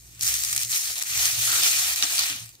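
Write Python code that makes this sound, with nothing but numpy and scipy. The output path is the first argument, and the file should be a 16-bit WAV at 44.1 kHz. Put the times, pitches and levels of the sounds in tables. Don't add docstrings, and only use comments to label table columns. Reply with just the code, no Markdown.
import sys
import numpy as np
from scipy import signal
from scipy.fft import rfft, irfft
from scipy.io import wavfile
from scipy.ndimage import uniform_filter1d

SR = 44100
rng = np.random.default_rng(int(sys.argv[2]) if len(sys.argv) > 2 else 0)


def decibels_to_gain(level_db):
    exponent = np.asarray(level_db, float) / 20
    return 10 ** exponent


def materialize(psi):
    bounded = np.clip(np.atleast_2d(psi).T, -1, 1)
    quanta = np.round(bounded * 32767).astype(np.int16)
    wavfile.write(sys.argv[1], SR, quanta)


N = 114660
FADE_S = 2.306
SPIKE, SPIKE_S = 0.9, 0.0006


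def evened(x):
    return x / np.sqrt(np.mean(x ** 2) + 1e-20)


def read(points, hz):
    f, value = np.transpose(points)
    return np.interp(np.log(hz + 1), np.log(f + 1), value)


def curve(table, column):
    rows = np.array(table)
    return np.interp(np.arange(N) / SR, rows[:, 0], rows[:, column])


def colour(x, points):
    log_gain = np.log(decibels_to_gain(read(points, np.abs(np.fft.fftfreq(4096, 1 / SR)))))
    taps = np.fft.ifft(np.exp(np.conj(signal.hilbert(log_gain)))).real[:2048]
    taps = taps / np.linalg.norm(taps)
    return signal.oaconvolve(x, taps[None], axes=1)[:, :N]


def resonate(x, hz, width):
    turn = np.exp(2j * np.pi * np.cumsum(hz * np.ones(x.shape[-1])) / SR)
    r = np.exp(-np.pi * width / SR)
    return 2 * (turn * signal.lfilter([1 - r], [1, -r], x / turn)).real


# pitch in Hz, likeness from 0 to 1.
LIKENESS = [(60, 0.96), (130, 0.85), (300, 0.72), (700, 0.66), (1500, 0.48), (3000, 0.33), (7000, 0.33),
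            (15000, 0.25)]
# pitch in Hz, gain in dB.
NEAR_SIDE_TONE = [(300, 0), (3000, -1.35), (9000, 0.1)]


def pair(a, b):
    lag = 10
    hz = np.fft.rfftfreq(N, 1 / SR)
    same = np.clip(read(LIKENESS, hz), 0, 1)
    left = rfft(a) * decibels_to_gain(read(NEAR_SIDE_TONE, hz))
    right = same * rfft(np.roll(a, lag)) + np.sqrt(1 - same ** 2) * rfft(b)
    return np.array([irfft(left, N), irfft(right, N)])


def hiss(patchy_db, flicker_db, size=256):
    framing = dict(nperseg=size, noverlap=size * 3 // 4)
    hz, t, z = signal.stft(pair(*rng.standard_normal((2, N))), **framing)
    patches = uniform_filter1d(rng.standard_normal(z.shape[1:]), size=5, axis=0)
    patches = evened(uniform_filter1d(patches, size=30, axis=1))
    quick = evened(uniform_filter1d(rng.standard_normal(len(t)), size=4))
    slow = evened(uniform_filter1d(rng.standard_normal(len(t)), size=24))
    z = z * decibels_to_gain(patchy_db * patches + flicker_db * (quick + slow))
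    return evened(signal.istft(z, **framing)[1][:, :N])


# pitch in Hz, level in dB per Hz.
AIR_COLOUR = [(30, -13), (90, -16), (200, -2.5), (330, -1), (450, -10), (1500, -12), (6000, -13),
              (16000, -52)]


def air():
    late = np.maximum(np.arange(N) / SR - FADE_S, 0)
    return decibels_to_gain(-63 - 2.2 * late) * colour(hiss(patchy_db=1.0, flicker_db=1.9), AIR_COLOUR)


def crackle(per_s, spread_db, t60_s):
    biggest = 2.7
    size = decibels_to_gain(spread_db * np.minimum(rng.exponential(1, N), biggest))
    size = size * (rng.random(N) < per_s / SR)
    kind = rng.integers(0, 14, N)
    t = np.arange(400) / SR
    out = np.zeros((2, N))
    for k, hz in enumerate(np.geomspace(1500, 14000, num=14)):
        noise = rng.standard_normal((2, 400))
        snap = noise + 0.53 * evened(resonate(noise, hz, 0.67 * hz))
        snap = snap * decibels_to_gain(-60 * t / (t60_s * rng.uniform(1.0, 3.4)))
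        snap = snap * (1 + SPIKE * np.exp(-t / SPIKE_S))
        out += signal.oaconvolve((size * (kind == k))[None], snap, axes=1)[:, :N]
    return evened(pair(*out))


# time in seconds, boil level in dB, wetness in dB, crackle in dB.
BOIL_COURSE = [(0, -50.5, -13, -1), (.19, -50.5, 2.5, -5), (.228, -25.5, -9, 2.5), (.29, -23.5, -4, -3.5),
               (.41, -29.5, -6.5, -4.5), (.6, -27, -3.5, 3), (.73, -23.5, -10.5, -5),
               (.8, -27.5, -6.5, -9.5), (1.0, -28.5, 3, 1), (1.09, -29.5, -2, -7), (1.24, -22.5, -1, -8.5),
               (1.33, -27, -1, -31), (1.55, -21, -2.5, -19), (1.7, -23, -3, -16), (1.92, -25, 0.5, -10),
               (2.08, -29, 2, -7.5), (2.17, -22.5, -2.5, -6), (2.31, -31, 5, -27)]
# pitch in Hz, level in dB per Hz.
STEAM_COLOUR = [(300, -45.5), (690, -31), (1500, -18), (1900, -8), (2700, -12.5), (6500, 0), (10500, -3.5),
                (16000, -6)]
# pitch in Hz, level in dB per Hz.
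JUICE_COLOUR = [(150, -34), (400, -16), (700, -8), (1300, -3), (2500, 7), (4500, 7), (8000, -12),
                (16000, -40.5)]
# middle in seconds, length in seconds, depth in dB.
LEVEL_DIPS = [
    (0.679, 0.041, -11),
    (0.946, 0.048, -5.5),
    (1.033, 0.069, -8.5),
    (1.955, 0.025, -6.5),
]


def boil():
    juice_db, juice_lull = -6, 0.54
    juice_fade_db_per_s = -38
    t = np.arange(N) / SR
    grains = decibels_to_gain(curve(BOIL_COURSE, 3))
    steam = hiss(patchy_db=1.5, flicker_db=0.96)
    steam = steam + grains * crackle(per_s=700, spread_db=3.5, t60_s=0.0042)
    juice = hiss(patchy_db=2.2, flicker_db=0.6)
    juice = juice + 0.5 * crackle(per_s=300, spread_db=2.5, t60_s=0.011)
    lull_db = sum(db * np.exp(-(2 * (t - s) / length) ** 2) for s, length, db in LEVEL_DIPS)
    wet_db = juice_db + juice_lull * lull_db + curve(BOIL_COURSE, 2)
    wet_db = wet_db + juice_fade_db_per_s * np.maximum(t - FADE_S, 0)
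    mix = colour(steam, STEAM_COLOUR) + decibels_to_gain(wet_db) * colour(juice, JUICE_COLOUR)
    mix = mix / np.sqrt(1 + grains ** 2)
    return decibels_to_gain(curve(BOIL_COURSE, 1) + lull_db) * mix


# pitch in Hz, width in Hz, level in dB.
BOWL_MODES = [(295, 21, 11), (542.6, 10.5, 9.5), (721, 54, 5.5), (1219, 40, 1.5), (1354, 55, 0.5),
              (1856, 41, 0.5), (2382, 52, 1.5), (4190, 71, -6), (6170, 1400, -5)]


def pan(x):
    ring = sum(decibels_to_gain(db) * resonate(x, hz, width) for hz, width, db in BOWL_MODES)
    return x + decibels_to_gain(-2) * ring


# time in seconds, level in dB, tilt to the upper tone in dB, low pitch in Hz.
DRONE_COURSE = [(0, -53, -3, 59), (.18, -55, 0, 60), (.24, -46, 1, 62), (.42, -52, -4, 60),
                (.52, -53, 5, 60), (.7, -55, 11, 60), (.79, -68, 3, 60), (.91, -52, -3, 60),
                (1.02, -70, 0, 60), (1.1, -55, 4, 60), (1.22, -48, -3, 61), (1.31, -53, 5, 61),
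                (1.39, -41, 0, 62), (1.52, -54, 4, 70), (1.88, -55, -5, 75), (2.25, -60, 1, 68),
                (2.44, -56, 10, 62), (2.6, -67, 2, 60)]
# pitch in Hz, width in Hz, level in dB.
UPPER_MODES = [(103, 12.6, -3.5), (72, 26, -12), (165, 14, -11.5)]


def drone():
    low_width_hz, upper_hz = 30, 117.7
    throb_from_s, throb_hz, throb_peak_s, throb = 1.4, 13.4, 2.9, 0.67
    t = np.arange(N) / SR
    noise = pair(*rng.standard_normal((2, N)))
    tilt = decibels_to_gain(curve(DRONE_COURSE, 2))
    low_hz = curve(DRONE_COURSE, 3)

    rumble = resonate(resonate(noise, low_hz, low_width_hz), low_hz, low_width_hz)
    low = decibels_to_gain(-12) * evened(rumble) + decibels_to_gain(-1) * np.sin(2 * np.pi * np.cumsum(low_hz) / SR)
    beat = np.cos(2 * np.pi * throb_hz * (t - throb_peak_s))
    low = low * (1 + throb * (t > throb_from_s) * beat)

    upper = sum(decibels_to_gain(db) * evened(resonate(resonate(noise, hz, width), hz, 2 * width))
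                for hz, width, db in UPPER_MODES)
    ear_phase = np.array([[0], [0.4]])
    upper = upper + decibels_to_gain(-1) * np.sin(2 * np.pi * upper_hz * t + ear_phase)
    return decibels_to_gain(curve(DRONE_COURSE, 1) - 2) * (low / tilt + upper * tilt)


# start in seconds, peak in dB, pitch in Hz, time to die by 60 dB in seconds,
# wide hiss in dB.
SPIT_DROPS = [(0.147, -42, 6090, 0.019, 0), (0.194, -26, 8890, 0.01, 1.5), (0.21, -14.5, 6000, 0.023, -1),
              (0.232, -12.5, 7600, 0.016, -10), (0.252, -17, 4150, 0.012, -9),
              (0.2769, -6, 7100, 0.014, -2.5), (0.3407, -11, 6700, 0.01, -17), (0.436, -10, 6700, 0.022, 0),
              (0.449, -9, 6600, 0.02, -5), (0.502, -33, 13100, 0.01, -1), (0.518, -27, 6830, 0.012, -5),
              (0.528, -7.5, 8750, 0.028, 1.5), (0.5628, -6, 8760, 0.014, 1.5),
              (0.578, -9.5, 6760, 0.02, -4), (0.614, -13, 8100, 0.0086, -1), (0.633, -12, 5000, 0.012, 8),
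              (0.649, -15, 6500, 0.0074, -4), (0.7314, -21, 4160, 0.015, 10),
              (0.9665, -20, 4100, 0.0095, -3), (1.0133, -26, 5000, 0.016, -6),
              (1.0247, -8.5, 7500, 0.0092, 5), (1.0354, -12, 7500, 0.0071, 7),
              (1.0981, -23, 7310, 0.0086, -3), (1.1762, -10, 6090, 0.0073, -8),
              (1.1948, -15, 4170, 0.013, -9), (1.2544, -8.5, 6040, 0.025, -13),
              (1.6338, -8, 5660, 0.014, 8), (1.732, -14, 5000, 0.012, 2), (1.96, -9, 7000, 0.0084, 6),
              (2.0252, -3.5, 3200, 0.015, -16), (2.1802, -10, 4470, 0.012, -4),
              (2.1917, -4.5, 4000, 0.02, -2), (2.1962, -11, 9000, 0.0067, 1.5),
              (2.2995, -15.5, 5500, 0.01, -6), (2.35, -25, 5500, 0.0092, -1), (2.362, -26, 8000, 0.0091, 4),
              (2.4036, -25.5, 9050, 0.02, 2.5), (2.4597, -29, 11000, 0.011, 11),
              (2.4914, -29, 8400, 0.011, 7.5), (2.5524, -37.5, 5500, 0.015, -8)]


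def spits():
    width, rise_s = 0.4, 0.0003
    t = np.arange(3000) / SR
    out = np.zeros((2, N + 3000))
    for s, peak_db, hz, t60, wide_db in SPIT_DROPS:
        noise = rng.standard_normal((2, 3000))
        snap = evened(resonate(resonate(noise, hz, width * hz), hz, 3.9 * hz))
        snap = snap + decibels_to_gain(wide_db) * noise
        snap = snap * decibels_to_gain(-60 * t / t60) * np.minimum(t / rise_s, 1)
        snap = snap * (1 + SPIKE * np.exp(-t / SPIKE_S))
        start = round(s * SR)
        out[:, start:start + 3000] += decibels_to_gain(peak_db) * snap / abs(snap).max(axis=1, keepdims=True)
    return colour(pair(*out[:, :N]), [(300, -42), (900, -20), (2500, -7), (9000, -5), (16000, -6)])


# start in seconds, end in seconds.
PUSH_TIMES = [(.725, .775), (1.008, 1.028), (1.24, 1.27), (1.47, 1.62), (1.49, 1.7), (1.62, 1.69),
              (2.03, 2.048), (2.02, 2.06), (2.18, 2.25), (2.29, 2.37), (2.24, 2.46)]
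# level in dB, pitch in Hz.
PUSH_SOUNDS = [(-38.5, 3100), (-33, 7200), (-40, 4400), (-37, 1500), (-55, 417), (-29, 5100), (-28, 5100),
               (-52, 720), (-35, 4600), (-58, 240), (-49, 6300)]
# pitch in Hz, level in dB per Hz.
SQUELCH_COLOUR = [(150, -40), (300, -36), (600, -9), (1300, -3.5), (3500, 7), (6000, -1), (10000, -14),
                  (16000, -14)]


def stirs():
    t = np.arange(N) / SR
    out = np.zeros((2, N))
    rub = hiss(patchy_db=4.0, flicker_db=-1.1)
    rub = rub + 0.43 * crackle(per_s=1400, spread_db=1.0, t60_s=0.0052)
    wide = decibels_to_gain(1.5) * colour(rub, SQUELCH_COLOUR)
    for (start, end), (db, hz) in zip(PUSH_TIMES, PUSH_SOUNDS):
        part = slice(round(start * SR), round(end * SR))
        edge_s = 0.0032 + 0.13 * (end - start)
        push = np.clip(np.minimum((t[part] - start) * 3, end - t[part]) / edge_s, 0, 1)
        tone = evened(resonate(resonate(rub[:, part], hz, 0.29 * hz), hz, hz))
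        out[:, part] += decibels_to_gain(db) * push * (tone + wide[:, part])
    return out


def scene():
    late = np.maximum(np.arange(N) / SR - FADE_S, 0)
    fade_db = -78 * late - 2.5 * np.minimum(late / 0.036, 1)
    fade_db = fade_db - 3.5 * np.clip((late + FADE_S - 2.5) / 0.024, 0, 1)
    kitchen = air()
    kitchen = kitchen + pan(boil() * decibels_to_gain(fade_db) + stirs() + spits())
    near_left = decibels_to_gain([[0.59], [-0.59]])
    drone_right = decibels_to_gain([[-1.2], [1.2]])
    return kitchen * near_left + drone() * drone_right


def roll_off(x):
    return signal.sosfilt(signal.butter(12, 16800, fs=SR, output="sos"), x)


def record(dry):
    low_pass = signal.firwin(511, 15650, window=("kaiser", 9), fs=SR)
    limited = signal.oaconvolve(dry, low_pass[None], "same")
    return roll_off(limited)


dry = scene()
out = record(dry)
materialize(out)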